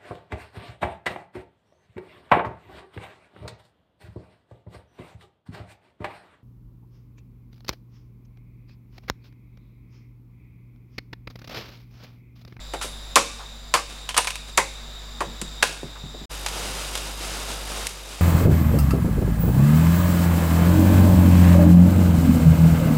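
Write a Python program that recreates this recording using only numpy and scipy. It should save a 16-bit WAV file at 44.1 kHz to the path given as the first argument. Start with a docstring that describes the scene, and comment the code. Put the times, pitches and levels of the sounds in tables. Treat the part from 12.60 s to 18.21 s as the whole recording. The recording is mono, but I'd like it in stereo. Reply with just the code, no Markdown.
"""A platform in a jungle, where bamboo poles are knocked into place. Each blow excites the hollow modes of
poles and floor; small clacks, soft bumps and shaken leaves join in, and insects sing behind. After a short
silence comes a second spot, where strides swell a steady forest hiss and dry twigs snap. Trees scatter
the impacts back. Mains hum and a thin electric whine lie under both spots; the sound is mono."""
import sys
import numpy as np
from scipy import signal
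from scipy.fft import rfft, irfft
from scipy.io import wavfile
from scipy.ndimage import uniform_filter1d, minimum_filter1d

SR = 44100
rng = np.random.default_rng(int(sys.argv[2]) if len(sys.argv) > 2 else 0)


def output_pcm(signal):
    """Save a mono or channel-first signal as 16-bit PCM at the path in sys.argv[1].

    Samples are clipped to [-1, 1] before scaling.
    """
    pcm = np.clip(np.atleast_2d(signal).T, -1, 1) * 32767
    wavfile.write(sys.argv[1], SR, np.round(pcm).astype(np.int16))


N = 247401
T = np.arange(N) / SR

# spectra of dry wood contacts and of brushing leaves: (frequency [Hz], relative level [dB])
WOOD_SPECTRUM = [(60, -53), (200, -33), (450, -9), (700, -2.5), (1200, -0.5), (3000, 1), (5500, -2),
                 (9500, -3), (12000, -10.5), (16000, -30)]
LEAF_SPECTRUM = [(100, -6.5), (170, -1), (330, -1), (520, 1), (800, -1), (1000, -3.5), (1300, -1.5),
                 (1900, -5.5), (2800, -2), (3700, -5), (5400, -6), (9500, -8.5), (12000, -18.5),
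                 (15500, -25)]


def knock(t, body_db, low_db, rise, t60, hollow_hz, upper_hz):
    """Impact excitation: the contact cracks, then the modes decay freely as neighbouring poles rattle."""
    # modes of the bamboo floor: (frequency [Hz], relative level [dB], t60 over the blow's [ratio])
    modes = [(232, -15.5, 1.9), (333, -9.5, 3.2), (382, -13.5, 1.5), (486.4, -0.5, 1.76), (561, 2.5, 2.3),
             (660, -15.5, 0.51), (810, -9.5, 3.6), (879, 0.5, 1.65), (973, -15.5, 1.75), (1037, -3.5, 0.86),
             (1170, -2.5, 0.85), (1355, 2, 0.85), (1570, -3, 1.6), (1750, 4, 0.48), (1610, -27, .9),
             (2030, -3, 0.52), (2200, -10, 0.86), (2506, 0.5, 0.45), (2575, -25, 0.52), (3050, -1, 0.89),
             (3720, -36, 0.91), (4620, -1, .6)]
    # spectra of the rattle and the crack: (frequency [Hz], relative level [dB])
    rattle_spectrum = [(60, -47), (150, -10.5), (230, -10), (450, 0), (750, 1.5), (1050, 1), (1500, -4),
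                       (2600, -7.5), (5000, -18), (9000, -15), (12000, -25), (16000, -38)]
    crack_spectrum = [(80, -53), (300, -25), (1000, -38), (2500, -0.5), (4500, -3.5), (7500, -2),
                      (10000, -7), (12000, -14.5), (16000, -50)]

    def emphasis(f):  # where the blow lands decides which modes stand out
        return 9 * hump(f, hollow_hz, 0.16) + 6 * hump(f, upper_hz, 0.14) + low_db * hump(f, 445, 1.0)
    hz, db, t60_ratio = np.transpose(modes)
    scatter_db, detune, start_cycles = rng.standard_normal((len(hz), 3)).T
    gain = undb(db + emphasis(hz) + scatter_db)
    phase = 2 * np.pi * (np.outer(hz * (1 + .01 * detune), t) + start_cycles[:, None])
    partials = np.sin(phase) * fade(t, rise, t60 * t60_ratio[:, None])
    ring = gain @ partials / np.sqrt(np.sum(gain ** 2) / 2)
    rattle = burst(lambda f: slope(rattle_spectrum)(f) + emphasis(f), fade(t, rise, 1.27 * t60))
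    crack = burst(slope(crack_spectrum), fade(t, rise=0.00012, t60=0.035))
    crack_db = -4.5 + 2.4 * (body_db + 8)  # harder blows crack disproportionately more
    return undb(body_db) * (undb(-3.5) * ring + undb(0.08) * rattle) + undb(crack_db) * crack


def clack(t, db, tilt_db, ring_hz, t60):
    """Resonance: a light contact between poles excites a common hollow note and one ring of its own."""
    def shape(f):
        return wood(f, tilt_db) + 9 * hump(f, ring_hz, 0.11) + 8 * hump(f, 1010, 0.054)
    rise = 0.014 * t60  # a longer slide also builds up longer
    return undb(db) * burst(shape, grain(t, spread_db=1.1) * fade(t, rise, t60))


def twig(t, db, tilt_db, ring_hz, t60, splinter_db):
    """Brittle fracture: a dry snap, then the last fibres give way, weaker and brighter."""
    def crack(tilt):
        envelope = grain(t, spread_db=1) * fade(t, 0.00023, t60)
        return burst(lambda f: wood(f, tilt) + 6 * hump(f, ring_hz, 0.21), envelope)
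    delay_s = .023
    splinter = np.pad(crack(tilt_db + 2), (int(delay_s * SR), 0))[:len(t)]
    return undb(db) * (crack(tilt_db) + undb(splinter_db) * splinter)


def bump(t, db, hz, t60):
    """Soft contact: the slow push of a hand or foot excites only a low, narrow band."""
    def shape(f):
        return -20 * np.log10(1 + 1.3 * (f / hz - hz / (f + 30)) ** 2)
    return undb(db) * burst(shape, fade(t, 0.036 * t60, t60))


def shake(t, db, t60):
    """Friction: leaves shaken by the poles brush each other in a short crackle."""
    return undb(db) * burst(slope(LEAF_SPECTRUM), grain(t, spread_db=4.5) * fade(t, .02, t60))


def trees(x):
    """Scattering: near trunks and leaves return a short tail, far ones a faint long tail."""
    # spectrum of the scattered sound: (frequency [Hz], relative level [dB])
    echo_spectrum = [(100, 6), (400, 0.5), (1000, -10), (2500, -2), (5000, 2), (9000, -1.5), (13000, -6),
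                     (16000, 0)]
    t = T[:SR]
    near = fade(t, rise=0.023, t60=0.17)
    far = undb(-9.5) * fade(t, rise=0.023, t60=0.84)
    tail = burst(slope(echo_spectrum), near + far)
    return signal.fftconvolve(x, tail / np.sqrt(np.sum(tail ** 2)))[:N]


def undergrowth():
    """Incoherent addition: a steady leaf hiss and the swell of each stride sum in power."""
    # strides through the leaves: (time [s], level [dB])
    strides = [(3.84, -36.5), (3.99, -39), (4.55, -38.5), (5.02, -37.5), (5.46, -35.5)]
    # the low swish comes and goes more than the fine hiss
    swish = noise(lambda f: 35 * hump(f, 900, 1.1)) * undb(-13 + 2.7 * drift(7))
    hiss = noise(slope(LEAF_SPECTRUM)) * undb(1.3 * drift(25.38) + 0.85 * drift(400))
    swells = [undb(db) * fade(np.maximum(T - s, 0), rise=0.093, t60=4.5) for s, db in strides]
    steady = undb(-40)
    return (hiss + swish) * np.sqrt(steady ** 2 + np.sum(np.square(swells), axis=0))


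def insects():
    """Narrow-band noise: distant choruses merge into shimmering bands; one high insect calls briefly."""
    # choruses: (centre [Hz], nominal width [Hz], level [dB])
    choruses = [(3734, 290, -44.5), (4830, 420, -53.5), (7160, 210, -56), (7580, 230, -58.5)]
    # strength of the single call: (time [s], level [dB])
    call_levels = [(.1, -71), (.25, -52), (.5, -62), (.62, -90), (1, -120)]

    def band(hz, half_width_hz):
        return noise(lambda f: -20 * np.log10(1 + ((f - hz) / half_width_hz) ** 2))
    chorus = sum(band(hz, 0.67 * width) * undb(db + drift(8.24) + 0.55 * drift(45))
                 for hz, width, db in choruses)
    return chorus + band(10780, 130) * undb(np.interp(T, *np.transpose(call_levels)))


def forest_air():
    """Ambient noise: a broad, slightly wavering band with a faint, far drone."""
    # spectrum of the ambience: (frequency [Hz], relative level [dB])
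    air_spectrum = [(25, 15), (70, 3), (150, 4.5), (330, 0), (600, 4), (1300, 2), (2000, -1), (3000, -3.5),
                    (5800, -5), (8500, -14.5), (11500, -17), (16000, -18.5)]
    drone = noise(lambda f: 60 * hump(f, 235.0, 0.11)) * undb(-55.5)
    return noise(slope(air_spectrum)) * undb(-44.5 + .5 * drift(6.84)) + drone


def mains(first, second, mains_hz=50):
    """Electrical interference: harmonics hum, and a high whine is on for half of every mains cycle."""
    # hum harmonics from the fundamental up: (level [dB])
    hum_levels = [-38.5, -57, -56]
    # whine tones: (frequency [Hz], level at the first spot [dB], level at the second [dB])
    whine_tones = [(4890, -72, -49.5), (9640, -66, -55), (12940, -67, -52)]
    hum = sum(undb(db) * tone(mains_hz * k) for k, db in enumerate(hum_levels, 1))
    gate = uniform_filter1d(1. * (T * mains_hz % 1 > .5), size=30)
    whine = sum((undb(first_db) * first + undb(second_db) * second) * tone(hz)
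                for hz, first_db, second_db in whine_tones)
    return hum * (first + second) + gate * whine


def ducking(second_start_s, sunk_db=-3.5, recover_db_per_s=2):
    """Gain ducking: the background drops to one level at the listed hits, then climbs steadily."""
    # the sharpest hits: (time [s])
    hit_times = [.557, 1.139, 3.027, 5.27]
    # gain before any hit: (first spot [dB], second spot [dB])
    resting_gains = [-0.8, 2.5]
    at_first = T < second_start_s
    db = np.where(at_first, *resting_gains)
    for s in hit_times:
        same_spot = at_first == (s < second_start_s)
        db = np.where((T > s) & same_spot, sunk_db + recover_db_per_s * (T - s), db)
    return undb(uniform_filter1d(db, size=400))


def burst(shape, envelope):
    """Source and filter: a flurry of contacts rings a body whose spectrum in dB is shape(Hz)."""
    size = len(envelope)
    flurry = rfft(rng.standard_normal(size) * envelope)
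    f = np.maximum(np.fft.rfftfreq(size, 1 / SR), 1)
    # sharp contacts spread their energy evenly over frequency, so the flurry is flattened
    local_magnitude = np.sqrt(uniform_filter1d(np.abs(flurry) ** 2, size=50))
    cepstrum = irfft(np.log(undb(shape(f)) / local_magnitude))
    causal = np.r_[1, np.full(size // 2 - 1, 2), np.zeros(size // 2)]
    response = np.exp(rfft(cepstrum * causal))  # minimum phase: the ring follows the contact
    return unit(irfft(flurry * response)) * np.sqrt(np.mean(envelope ** 2))


def grain(t, spread_db):
    """Stick-slip: fibres catch and release, so the strength changes every millisecond."""
    steps = t[::SR // 1000]
    return undb(spread_db * np.interp(t, steps, rng.standard_normal(len(steps))))


def fade(t, rise, t60):
    """Damping: a linear rise, then an exponential decay of 60 dB in t60 seconds."""
    return np.minimum(t / max(rise, 1 / SR), 1) * np.exp(-np.log(1000) * np.maximum(t - rise, 0) / t60)


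def wood(f, tilt_db):
    """Spectral tilt: the dry wood spectrum in dB, tipped by tilt_db per octave."""
    return slope(WOOD_SPECTRUM)(f) + tilt_db * np.log2(f / 3000)


def slope(points):
    """Interpolation over log frequency: a spectrum table as a function from Hz to dB."""
    hz, db = np.transpose(points)
    return lambda f: np.interp(np.log(f), np.log(hz), db)


def hump(f, hz, octaves):
    """Resonance peak: a bell of height 1 around hz."""
    return np.exp(-.5 * (np.log2(f / hz) / octaves) ** 2)


def noise(shape):
    """Spectral shaping: noise of rms 1 whose spectrum in dB is shape(Hz)."""
    f = np.maximum(np.fft.rfftfreq(N, 1 / SR), 1)
    return unit(irfft(rfft(rng.standard_normal(N)) * undb(shape(f)), N))


def drift(rate_hz):
    """Random modulation: smoothed steps of rms 1."""
    k = int(SR / rate_hz)
    steps = np.repeat(rng.standard_normal(N // k + 1), k)
    return unit(uniform_filter1d(uniform_filter1d(steps, k), k)[:N])


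def tone(hz):
    """Pure tone of rms 1."""
    return np.sqrt(2) * np.sin(2 * np.pi * hz * T)


def undb(db):
    """Decibels to amplitude ratio."""
    return 10 ** (np.asarray(db) / 20)


def unit(x):
    """Normalisation to rms 1."""
    return x / np.sqrt(np.mean(x ** 2))


def play(table, voice):
    """Superposition: each row of a table sounds at its time."""
    out, t = np.zeros(N + SR), T[:2 ** 14]
    for s, *row in table:
        start = max(int(s * SR), 0)
        out[start:start + len(t)] += voice(t, *row)
    return out[:N]


def scene():
    """Superposition of contacts and background: the platform, a moment of silence, the undergrowth."""
    # blows on the poles: (time [s], body level [dB], low emphasis [dB], rise [s], base t60 [s],
    # hollow ring [Hz], upper ring [Hz])
    blows = [(0.1355, -24.5, 0.5, 0.0012, 0.077, 333, 750), (0.557, -7.5, -3, 0.0063, 0.083, 1115, 2250),
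             (1.1393, -12.5, -7.5, .0004, 0.12, 1080, 4840),
             (1.577, -13.5, -8.5, 0.0033, 0.059, 1004, 2800), (1.9765, -11, -3, 0.0013, 0.091, 1010, 2080),
             (2.6055, -19, 8, 0.0021, 0.089, 1120, 1820), (3.027, -13, 2.5, 0.0021, 0.036, 1600, 1750)]
    # poles clacking and sliding: (time [s], level [dB], tilt [dB/octave], ring [Hz], t60 [s])
    clacks = [(0.212, -26.5, -2, 1290, 0.12), (0.223, -29.5, 1, 1310, 0.24),
              (1.1405, -9, -2.5, 4700, 0.0047), (1.490, -21, -1, 3000, 0.048),
              (1.506, -30.5, -3, 2500, .053), (1.5435, -23, -3, 3170, 0.049),
              (1.565, -18, -1.5, 1250, 0.17), (1.5775, -9, 2, 9270, 0.025), (1.645, -24, -2.5, 9500, 0.04),
              (1.6715, -16.5, -1.5, 2370, .049), (1.705, -22.5, 0, 2700, 0.03),
              (1.7555, -26.5, 0, 2430, 0.039), (1.974, -15, 4, 7500, 0.038),
              (2.815, -22.5, 0.5, 7500, 0.032), (3.025, -14.5, -1.5, 1480, 0.1),
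              (3.0297, -2, -2.5, 2600, 0.0031)]
    # snapping twigs: (time [s], level [dB], tilt [dB/octave], ring [Hz], t60 [s], splinter [dB re snap])
    twigs = [(3.862, -18.5, -1, 820, .038, -8), (4.353, -21.5, 0, 3250, 0.04, -4.5),
             (5.269, -17.5, 3, 2190, 0.02, -16)]
    # hands and feet: (time [s], level [dB], centre [Hz], t60 [s])
    bumps = [(0.242, -32, 480, 0.093), (0.79, -39.5, 1000, 0.26), (2.665, -37, 180, 0.11),
             (2.816, -25, 242, 0.033), (3.231, -23, 383, 0.018), (3.238, -30, 167, .072),
             (3.35, -41.5, 1090, .18), (3.433, -31, 148, 0.096), (3.541, -35.5, 420, 0.088),
             (3.605, -37, 230, 0.14), (4.785, -39, 850, .15)]
    # shaken leaves: (time [s], level [dB], t60 [s])
    shakes = [(1.28, -43, 0.83), (1.87, -43, 0.12), (3.05, -34.5, 0.51)]
    first_end_s, second_start_s = 3.657, 3.694
    first = np.clip((first_end_s - T) / 0.0031, 0, 1)
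    second = np.clip((T - second_start_s) / 0.023, 0, 1)
    contacts = play(blows, knock) + play(clacks, clack) + play(twigs, twig)
    contacts += play(bumps, bump) + play(shakes, shake)
    contacts += undb(-10.0) * trees(contacts)
    air = forest_air() * first
    chorus = insects() * (first + undb(-5.5) * second)  # further off at the second spot
    background = air + chorus + undergrowth() * second + mains(first, second)
    mono = contacts * (first + second) + ducking(second_start_s) * background
    return np.array([mono, mono])


def record(dry, ceiling=.93, cutoff_hz=15900):
    """Peak and band limiting: a fast gain dip holds down the sharpest peaks, then the top is cut."""
    needed = 1 / np.maximum(np.abs(dry) / ceiling, 1)
    gain = uniform_filter1d(minimum_filter1d(needed, size=90), size=90)
    return signal.sosfilt(signal.ellip(10, .2, 70, cutoff_hz, fs=SR, output="sos"), dry * gain)


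dry = scene()
out = record(dry)
output_pcm(out)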